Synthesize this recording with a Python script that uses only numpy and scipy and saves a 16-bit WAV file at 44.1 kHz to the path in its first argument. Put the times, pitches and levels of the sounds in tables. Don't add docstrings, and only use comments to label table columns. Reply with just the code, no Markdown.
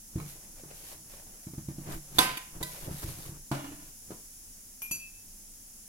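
import sys
import numpy as np
from scipy import signal
from scipy.fft import rfft, irfft, next_fast_len
from scipy.io import wavfile
from scipy.ndimage import uniform_filter1d, map_coordinates

SR = 44100
rng = np.random.default_rng(int(sys.argv[2]) if len(sys.argv) > 2 else 0)


def master(y):
    cut = np.clip(np.atleast_2d(y).T, -1, 1)
    pcm = np.round(cut * 32767)
    wavfile.write(sys.argv[1], SR, pcm.astype(np.int16))


N = 259562
T = np.arange(SR // 2) / SR

# frequency in Hz, likeness from 0 to 1.
MIC_LIKENESS = [(200, 0.97), (350, 0.92), (600, 0.17), (1000, 0), (16000, 0.042)]
# frequency in Hz, t60 in seconds.
ROOM_DECAY = [(150, 0.38), (1000, 0.36), (3000, 0.52), (8000, 0.41), (15000, 0.28)]
TOP_HZ = 15900

# frequency in Hz, relative level in dB per Hz.
HISS_SPECTRUM = [(500, -28), (1500, -11.5), (3000, -12), (4300, -12.5), (5300, -0.5), (6900, 3),
                 (8700, -3.5), (10400, 6), (12200, -6), (14000, 1.5), (15300, -15), (16000, -1)]
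# frequency in Hz, relative level in dB per Hz.
RUMBLE_SPECTRUM = [(12, -8), (24, 11.5), (50, -10), (90, -4.5), (140, -18), (205, -7), (400, -22),
                   (900, -22.5), (2000, -54), (5000, -25.5)]
WHISTLE_DB = -69

# start in seconds, hold in seconds, level in dB.
TIN_DRAGS = [(.15, 0.12, -57), (.35, 1, -63), (1.91, 0.027, -37.5), (2.15, 0.17, -48.5),
             (2.555, 0.023, -48.5), (2.83, 0.1, -47.5), (2.99, 0.38, -52.5), (3.64, 0.25, -59),
             (4.115, 0.008, -52)]
DRAG_ATTACK_S, DRAG_RELEASE_S = 0.037, 0.022
# frequency in Hz, relative level in dB per Hz.
GRIND_SPECTRUM = [(25, 12), (60, 0.5), (110, -4), (150, 4.5), (220, -7), (330, -1.5), (480, -8.5),
                  (900, -8), (2000, -16.5), (4000, -25), (15000, -31.5)]
JUDDER_PER_S, JUDDER_DB = 64, -2
# centre in seconds, level in dB, half-length in seconds, brightness in dB per octave.
BASE_SCUFFS = [(0.207, -48.5, 0.034, 2.5), (2.615, -35, 0.0081, -3), (2.885, -41.5, 0.031, -11),
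               (3.036, -39.5, 0.012, 4), (3.186, -67, 0.061, -8.5)]
# frequency in Hz, relative level in dB per Hz.
SCUFF_SPECTRUM = [(150, 1.5), (330, 2), (550, 1.5), (850, -3), (1500, -11.5), (2800, -17), (15000, -22)]
UNEVENNESS_DB, UNEVENNESS_PER_S = 0, 260
# start in seconds, hold in seconds, level in dB.
FINGER_RUBS = [(.28, 0.044, -50), (.77, 0.16, -50), (1.125, 0.02, -51), (1.92, 0.0099, -45.5),
               (2.19, 0.049, -38), (2.66, 0.19, -47), (2.92, 0.17, -46.5), (3.1, 0.17, -49),
               (3.6, 0.29, -60)]
RUB_ATTACK_S, RUB_RELEASE_S = 0.028, 0.045
# frequency in Hz, relative level in dB per Hz.
SKIN_SPECTRUM = [(300, -4), (550, 7.5), (1000, 1.5), (2500, 3), (4500, 4), (8000, 4), (12000, 10.5),
                 (15500, -3)]
SCRATCH_DB = -21.5

# time in seconds, push in dB, push half-width in seconds, boom against the push in dB.
TIN_BUMPS = [(.160, -24, 0.0015, -10), (.169, -44, 0.00062, -29), (.189, -48, 0.0014, -13),
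             (.198, -40.5, 0.0014, -16), (.224, -56, 0.0016, -1), (.357, -48, .0005, -14),
             (.637, -40, 0.0006, -14), (.915, -47, 0.0003, -22), (1.471, -32.5, 0.0011, -14),
             (1.537, -34.5, 0.00091, -26), (1.582, -29, 0.0012, -14.5), (1.687, -28, 0.0012, -10),
             (1.717, -41.5, 0.0016, -7), (1.785, -32.5, 0.00096, -10.5), (1.96, -39, 0.014, -5),
             (2.187, -22.5, 0.00065, -13), (2.553, -49, 0.00067, -6), (2.612, -39, 0.0006, -8),
             (2.642, -43, 0.0016, -2.5), (2.877, -42, 0.0021, -5), (2.913, -33, 0.0014, -11.5),
             (3.047, -29.5, 0.0025, -11.5), (3.086, -32.5, 0.0024, -20), (3.296, -36, 0.0017, -12),
             (4.107, -33, 0.00059, -17), (4.117, -36.5, 0.00061, -19), (4.913, -39.5, 0.0009, -14)]
# frequency in Hz, level in dB, t60 in seconds before other damping.
HOLLOW_TIN = [(145.4, 0, 0.48), (176.2, -2.5, 0.24), (267.5, -2.5, 0.07), (320.5, 3.5, 0.12),
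              (1803, -25.5, 0.32)]
# frequency in Hz, relative level in dB per Hz.
CLATTER_SPECTRUM = [(150, -6), (330, 0.5), (450, -12), (600, 3), (900, -1), (1500, -8.5), (2800, -17.5),
                    (4500, -16), (15000, -22.5)]
TIN_CLATTER_DB, LID_CLATTER_DB = -20, -9.5
HARDNESS_DB = 9.5

# time in seconds, level in dB.
GRIP_SLIPS = [(0.185, -43.5), (0.201, -37.5), (0.211, -47), (0.229, -47.5), (1.137, -52), (1.472, -53.5),
              (1.585, -54), (1.688, -51.5), (1.875, -51), (3.09, -42.5), (3.255, -47.5)]
# frequency in Hz, level in dB, t60 in seconds.
GRIPPED_STEEL = [(1115, -0.5, 0.02), (1270, -12.5, 0.053), (2230, -10.5, 0.066), (2430, -15.5, 0.066),
                 (4020, -14, 0.027)]

# start in seconds, hold in seconds, level in dB.
PALM_TWISTS = [(.33, .13, -60.5), (.58, .025, -59.5), (.69, 0.048, -55.5), (.8, 0.15, -63),
               (1.11, .09, -59), (1.27, 0.19, -64), (1.69, 0.14, -65.5), (1.86, 0.088, -54.5),
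               (2.04, 0.049, -60), (2.72, .06, -54.5)]
# frequency in Hz, relative level in dB per Hz.
PALM_SPECTRUM = [(200, -4.5), (600, 8.5), (1200, -3), (2400, -2.5), (3600, -8), (6000, -9.5),
                 (15000, -24.5)]
PALM_CATCH_DB, PALM_CATCH_PER_S = 2.5, 70

# start in seconds, level in dB, scrape length in seconds,
# ring in dB, brightness in dB per octave, rim resonance in Hz, its half-width in Hz, its lift in dB.
LID_SNAPS = [(2.1854, -14, 0.0099, -7.5, 0, 3590, 230, 21.5),
             (2.371, -33, 0.012, -14.5, 3.5, 2650, 800, 18)]
# frequency in Hz, relative level in dB per Hz.
RIM_SPECTRUM = [(120, -9), (320, 1), (1000, -6.5), (2300, -7), (2900, -9), (4200, -7), (4700, 3),
                (5400, -26), (6150, 1.5), (6750, -26.5), (7250, 1.5), (7700, -9.5), (10000, -9.5),
                (11200, -0.5), (12900, -7.5), (14200, -11), (15500, -12.5)]
# frequency in Hz, level in dB, t60 in seconds before the grip.
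PARTING_STEEL = [(238, -6, 0.35), (322, 13, .085), (480, -2, .2), (754, 7, 0.2), (781, -4, .33),
                 (862, -1.5, 0.3), (894, -2, .35), (1019, 6, 0.46), (1027, -3, .55), (1252, -2.5, 0.42),
                 (1428, -3.5, 0.35), (1540, -7, .35), (1550, 2, 0.44), (1785, -3, 0.35), (1992, -7, .5),
                 (2089, -6, 0.45), (2183, -5, .36), (2260, -9, .3), (2385, -11, .5), (2503, -6, .35),
                 (2573, -4, 0.48), (2783, -9, .45), (2912, -6, 0.5), (2966, -4, .4), (3133, -5, 0.45),
                 (3273, -7, .28), (3431, 4, .15), (3523, 12, .045), (3628, -6, 0.22), (3817, 4, .12),
                 (4059, -7, .31), (4409, -5, .22), (4619, -8, 0.35), (6158, -5, .28), (6627, -4, .18),
                 (7250, -4, .13), (8592, -2, .14), (8807, -8, .33), (9505, -5, 0.3), (11350, -5, .16),
                 (12640, -7, .21)]
# frequency in Hz, relative level of each overtone in dB.
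SHIMMER_LEVELS = [(300, -16), (450, -4), (900, -2), (1680, -4), (2200, 2), (3500, -8), (5000, 3.5),
                  (8000, 3), (11500, 5), (15500, -10.5)]
# frequency in Hz, t60 in seconds before any grip.
SHIMMER_DECAY = [(300, 0.58), (1200, 0.68), (3000, 0.87), (6000, 0.14), (11000, 0.28), (15000, 0.38)]

# start in seconds, level in dB, scrape length in seconds,
# ring in dB, brightness in dB per octave, rim resonance in Hz, its half-width in Hz, its lift in dB.
EDGE_TAPS = [(2.6275, -30.5, 0.012, -9, 4.5, 3780, 332, 13.5), (3.03, -37, 0.0043, -21, 5.8, 1280, 501, 31)]
# frequency in Hz, level in dB, t60 in seconds before the grip.
OPEN_TIN_STEEL = [(624, 0, .33), (992, 1, .35), (1007, 5.5, 0.42), (1535, 0, 0.33), (1968, 5, 0.3),
                  (1992, 3, 0.33), (2455, -2, .16), (3262, -5, 0.3), (3644, 0, .16), (3850, 0, 0.13),
                  (4050, 4, 0.2), (4680, 0, 0.11), (4947, -2, 0.25), (7585, 5, .08), (14340, 4, .1)]

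# time in seconds, push in dB, push half-width in seconds, boom against the push in dB.
LID_LANDING = [(3.5157, -24.5, 0.00078, -7.5)]
# time in seconds, push in dB, push half-width in seconds, boom against the push in dB.
LID_TOUCHES = [(3.547, -46, 0.00025, -5), (3.593, -48.5, 0.00038, 10), (3.644, -37, 0.00079, -1.5),
               (3.69, -49.5, 0.001, 1.5), (3.72, -41.5, 0.00084, -9), (3.79, -59, 0.00073, 8)]
# frequency in Hz, level in dB, t60 in seconds.
LID_STEEL = [(280, -3.5, 0.38), (300.5, -5, 0.32), (657, -16, 0.52), (834, -17, 0.48), (1010, -9, 0.25),
             (1443, -13.5, 0.45), (1760, -24, 0.55), (2358, -20, 0.48), (2568, -24, .64), (2837, -20, 0.75),
             (2862, -25, .6), (3004, -23, 0.65), (3338, -20, .3)]
# frequency in Hz, level in dB, t60 in seconds.
TRAPPED_AIR = [(137.3, 5.5, 0.31), (319, 2, .09)]
LID_SHIMMER_DB, LID_SHIMMER_TILT_DB = -47, -2
RATTLE_DB, RATTLE_S, RATTLE_TILT_DB = -46, 0.07, 0.5
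RATTLE_HZ, RATTLE_DEPTH_DB = 29, 3.5

# start in seconds, level in dB, tick in dB.
BANGLE_CLINKS = [(4.819, -37.5, 3), (4.9112, -37, 3.5)]
# frequency in Hz, t60 in seconds before the wrist, level when grazed in dB, when struck in dB.
BANGLE_MODES = [(2418, .75, -4, -26), (2606, 0.68, -17, -0.5), (2613.2, 0.68, -30, -3.5),
                (4650, 0.33, -28, -2.5), (5819, .22, -26, -6), (5922, .3, -20, 2), (6837, 0.25, -17, 2),
                (8140, 0.2, -26, 1), (8161, .32, -28, -3), (9798, .14, -18, -1), (10500, .15, -5, -18),
                (10990, .19, -22, -7), (11180, 0.3, -20, 1), (11630, .26, -5, 4), (11795, 0.25, 6, -3),
                (12090, 0.2, -22, 4)]
# frequency in Hz, relative level in dB per Hz.
TICK_SPECTRUM = [(200, -12), (950, 1.5), (1600, -9.5), (3000, 0), (4200, -16), (6000, 1.5), (8000, -5),
                 (10300, 7.5), (12500, -2.5), (15500, -7)]


def amp(db):
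    return 10 ** (np.asarray(db) / 20)


def unit(x):
    return x / np.sqrt(np.mean(x ** 2) + 1e-20)


def along(points, hz):
    f, v = np.transpose(points)
    return np.interp(np.log(hz + 1), np.log(f + 1), v)


def wobble(rate):
    knots = rng.standard_normal(int(N * rate / SR) + 4)
    return map_coordinates(knots, [np.arange(N) * rate / SR])


def add(track, s, sound):
    start = round(s * SR)
    track[:, start:start + sound.shape[-1]] += sound[..., :N - start]


def noise(spectrum, size, tilt_db=0):
    padded = next_fast_len(size, True)
    hz = np.fft.rfftfreq(padded, 1 / SR)
    turn = np.arccos(np.clip(along(MIC_LIKENESS, hz), -1, 1)) / 2
    gain = amp(along(spectrum, hz) + tilt_db * np.log2(1 + hz / 1000))
    white = rfft(rng.standard_normal((2, padded)))
    mid, side = irfft(white * gain * [np.cos(turn), np.sin(turn)], padded)[:, :size]
    return unit(np.array([mid + side, mid - side]))


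def ring(modes, scatter_db):
    out = np.zeros((2, len(T)))
    for hz, db, t60 in modes:
        phase = np.arccos(np.clip(along(MIC_LIKENESS, hz), -1, 1)) * np.array([[-.5], [.5]])
        level_db = db + scatter_db * rng.standard_normal((2, 1)) - 60 * T / t60
        out += amp(level_db) * np.sin(2 * np.pi * hz * T + phase)
    return out


def fade(sound, decay):
    hz, t, z = signal.stft(sound, SR, nperseg=256)
    faded = z * amp(-60 * t / along(decay, hz)[:, None])
    return signal.istft(faded, SR, nperseg=256)[1][:, :sound.shape[1]]


def reverb(sound, wet_db):
    tail = fade(noise([(100, 0), (16000, 0)], size=len(T)), ROOM_DECAY)
    tail = tail * (1 - np.exp(-T / 0.0041))
    wet = signal.fftconvolve(sound, tail / np.linalg.norm(tail[0]), axes=1)[:, :sound.shape[1]]
    return sound + amp(wet_db) * wet


def strokes(rows, attack_s, release_s):
    t = np.arange(N) / SR
    power = np.zeros(N)
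    for s, hold, db in rows:
        swell = np.minimum(t - s, 0) / attack_s
        decay = np.maximum(t - s - hold, 0) / release_s
        power += (amp(db) * np.exp(swell - decay)) ** 2
    return np.sqrt(power)


def patchy(sound, depth_db):
    z = signal.stft(sound, nperseg=1024)[2]
    field = uniform_filter1d(rng.standard_normal(z.shape[1:]), size=2, axis=0)
    field = uniform_filter1d(field, size=7, axis=1)
    return unit(signal.istft(z * amp(depth_db * unit(field)), nperseg=1024)[1][:, :N])


def overtones(pitches, tilt_db):
    lines = np.zeros((2, SR // 2 + 1), complex)
    real, imag = rng.standard_normal((2, 2, len(pitches)))
    level_db = along(SHIMMER_LEVELS, pitches) + tilt_db * np.log2(1 + pitches / 1000)
    lines[:, pitches] = (real + 1j * imag) * amp(level_db)
    return fade(unit(irfft(lines, SR))[:, :len(T)], SHIMMER_DECAY)


def blows(rows, modes, clatter_db):
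    out = np.zeros((2, N))
    lead = .01
    for s, db, width, boom_db in rows:
        u = (T - lead) / width
        push = u * np.exp((1 - u * u) / 2) * np.ones((2, 1))
        boom = ring(modes, scatter_db=-1.0) * (1 - np.exp(-T / 0.0024))
        hard_db = HARDNESS_DB * np.log2(.001 / width)
        clatter = noise(CLATTER_SPECTRUM, size=len(T)) * np.exp(-T / 0.016)
        add(out, s - lead, amp(db) * reverb(push, wet_db=-5.0))
        add(out, s, amp(db + boom_db) * boom)
        add(out, s - width, amp(db + clatter_db + hard_db) * reverb(clatter, wet_db=-3.5))
    return out * amp([[-.5], [.5]])


def background():
    hiss = amp(-49.5 + 0.39 * wobble(2.1)) * noise(HISS_SPECTRUM, size=N)
    whistle_band = [(10100, -73.5), (10450, -16), (10600, 8.5), (10700, -13.5), (11000, -99)]  # Hz, dB per Hz
    whistle = amp(WHISTLE_DB) * noise(whistle_band, size=N)
    rumble = amp(-55.5 + 1.1 * wobble(6.6)) * noise(RUMBLE_SPECTRUM, size=N)
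    return hiss + whistle + rumble


def judder():
    slips = (rng.random(N) < JUDDER_PER_S / SR) * rng.standard_normal(N)
    body = ring(HOLLOW_TIN, scatter_db=-4.0) * np.exp(-T / 0.03)
    return unit(signal.fftconvolve(slips[None], body, axes=1)[:, :N])


def scuffs():
    out = np.zeros((2, N))
    lead = .25
    for s, db, length, bright_db in BASE_SCUFFS:
        evenness = unit(amp(UNEVENNESS_DB * wobble(UNEVENNESS_PER_S)[:len(T)]))
        scrape = noise(SCUFF_SPECTRUM, size=len(T), tilt_db=bright_db)
        stroke = np.exp(-((T - lead) / length) ** 2) * evenness * scrape
        start = max(s - lead, 0)
        cut = round((start - s + lead) * SR)
        add(out, start, amp(db) * reverb(stroke, wet_db=-8)[:, cut:])
    return out


def sliding():
    shove = strokes(TIN_DRAGS, DRAG_ATTACK_S, DRAG_RELEASE_S)
    rub = strokes(FINGER_RUBS, RUB_ATTACK_S, RUB_RELEASE_S)
    grind = shove * amp(1.4 * wobble(45)) * noise(GRIND_SPECTRUM, size=N)
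    drumming = (amp(JUDDER_DB) * shove + amp(SCRATCH_DB) * rub) * judder()
    scuffing = scuffs()
    pressure_db = 1.3 * wobble(30)
    grain = amp(pressure_db + 2.0 * wobble(500))
    fingers = rub * grain * patchy(noise(SKIN_SPECTRUM, size=N), depth_db=1.8)
    return grind + drumming + scuffing + fingers


def bumps():
    return blows(TIN_BUMPS, HOLLOW_TIN, clatter_db=TIN_CLATTER_DB)


def jerks():
    out = np.zeros((2, N))
    for s, db in GRIP_SLIPS:
        add(out, s, amp(db) * reverb(ring(GRIPPED_STEEL, scatter_db=0.5), wet_db=-6.0))
    return out


def twisting():
    effort = strokes(PALM_TWISTS, attack_s=.028, release_s=.04)
    catches = unit(amp(PALM_CATCH_DB * wobble(PALM_CATCH_PER_S) + 1.5 * wobble(400)))
    return effort * catches * patchy(noise(PALM_SPECTRUM, size=N), depth_db=2)


def snaps(rows, modes):
    out = np.zeros((2, N))
    pitches = (rng.uniform(np.sqrt(300), np.sqrt(16000), size=1800) ** 2).astype(int)  # Hz, thinning upwards
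    grid = np.arange(100, 16000, 25)
    grip = np.exp(-(T / 0.33) ** 3)
    for s, db, length, ring_db, bright_db, rim_hz, width_hz, lift_db in rows:
        colour = along(RIM_SPECTRUM, grid) + lift_db * np.exp(-((grid - rim_hz) / width_hz) ** 4)
        slips = amp(0.61 * np.cos(2 * np.pi * T / 0.0037))
        burst = (1 - np.exp(-T / 0.00092)) * np.exp(-(T / length) ** 4) * slips
        scrape = noise(np.column_stack([grid, colour]), size=len(T), tilt_db=bright_db)
        scrape = scrape * burst * amp([[-2.5], [2]])
        partials = reverb(ring(modes, scatter_db=0.5), wet_db=-12)
        shimmer = reverb(overtones(pitches, tilt_db=bright_db), wet_db=-5.5)
        steel = (amp(-10.0) * partials + amp(-2.0) * shimmer) * grip
        add(out, s, amp(db) * (reverb(scrape, wet_db=-17) + amp(ring_db) * steel * amp([[-1], [1]])))
    return out


def lid_landing():
    out = blows(LID_LANDING, TRAPPED_AIR + LID_STEEL, clatter_db=LID_CLATTER_DB)
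    out += blows(LID_TOUCHES, LID_STEEL, clatter_db=LID_CLATTER_DB)
    pitches = rng.integers(600, 4000, size=220)
    add(out, LID_LANDING[0][0], amp(LID_SHIMMER_DB) * overtones(pitches, tilt_db=LID_SHIMMER_TILT_DB))
    return out


def settling():
    out = np.zeros((2, N))
    rocking = amp(RATTLE_DEPTH_DB * np.cos(2 * np.pi * RATTLE_HZ * T))
    rattle = noise(CLATTER_SPECTRUM, size=len(T), tilt_db=RATTLE_TILT_DB) * rocking * np.exp(-T / RATTLE_S)
    add(out, LID_LANDING[0][0], amp(RATTLE_DB) * rattle)
    return out


def bangle():
    out = np.zeros((2, N))
    skin = np.exp(-(T / 0.37) ** 4)
    for k, (s, db, tick_db) in enumerate(BANGLE_CLINKS):
        modes = [(hz, levels[k], t60) for hz, t60, *levels in BANGLE_MODES]
        flutter = 1 + 0.24 * wobble(416)[:len(T)] * np.exp(-T / 0.14)
        tick = noise(TICK_SPECTRUM, size=len(T)) * np.exp(-T / 0.0065)
        onset = 1 - np.exp(-T / 0.002)
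        metal = ring(modes, scatter_db=-1.5) * flutter * onset * amp([[.7], [-.7]])
        add(out, s, amp(db) * (metal * skin + amp(tick_db) * reverb(tick, wet_db=-2.5)))
    return out


def scene():
    opening = snaps(LID_SNAPS, PARTING_STEEL) + snaps(EDGE_TAPS, OPEN_TIN_STEEL)
    knocks = bumps() + lid_landing() + jerks() + settling() + bangle()
    rubbing = sliding() + twisting()
    return opening + knocks + rubbing + background()


def record(dry):
    size = next_fast_len(N + SR // 2, True)
    kept = np.fft.rfftfreq(size, 1 / SR) < TOP_HZ
    return irfft(rfft(dry, size) * kept, size)[:, :N]


dry = scene()
out = record(dry)
master(out)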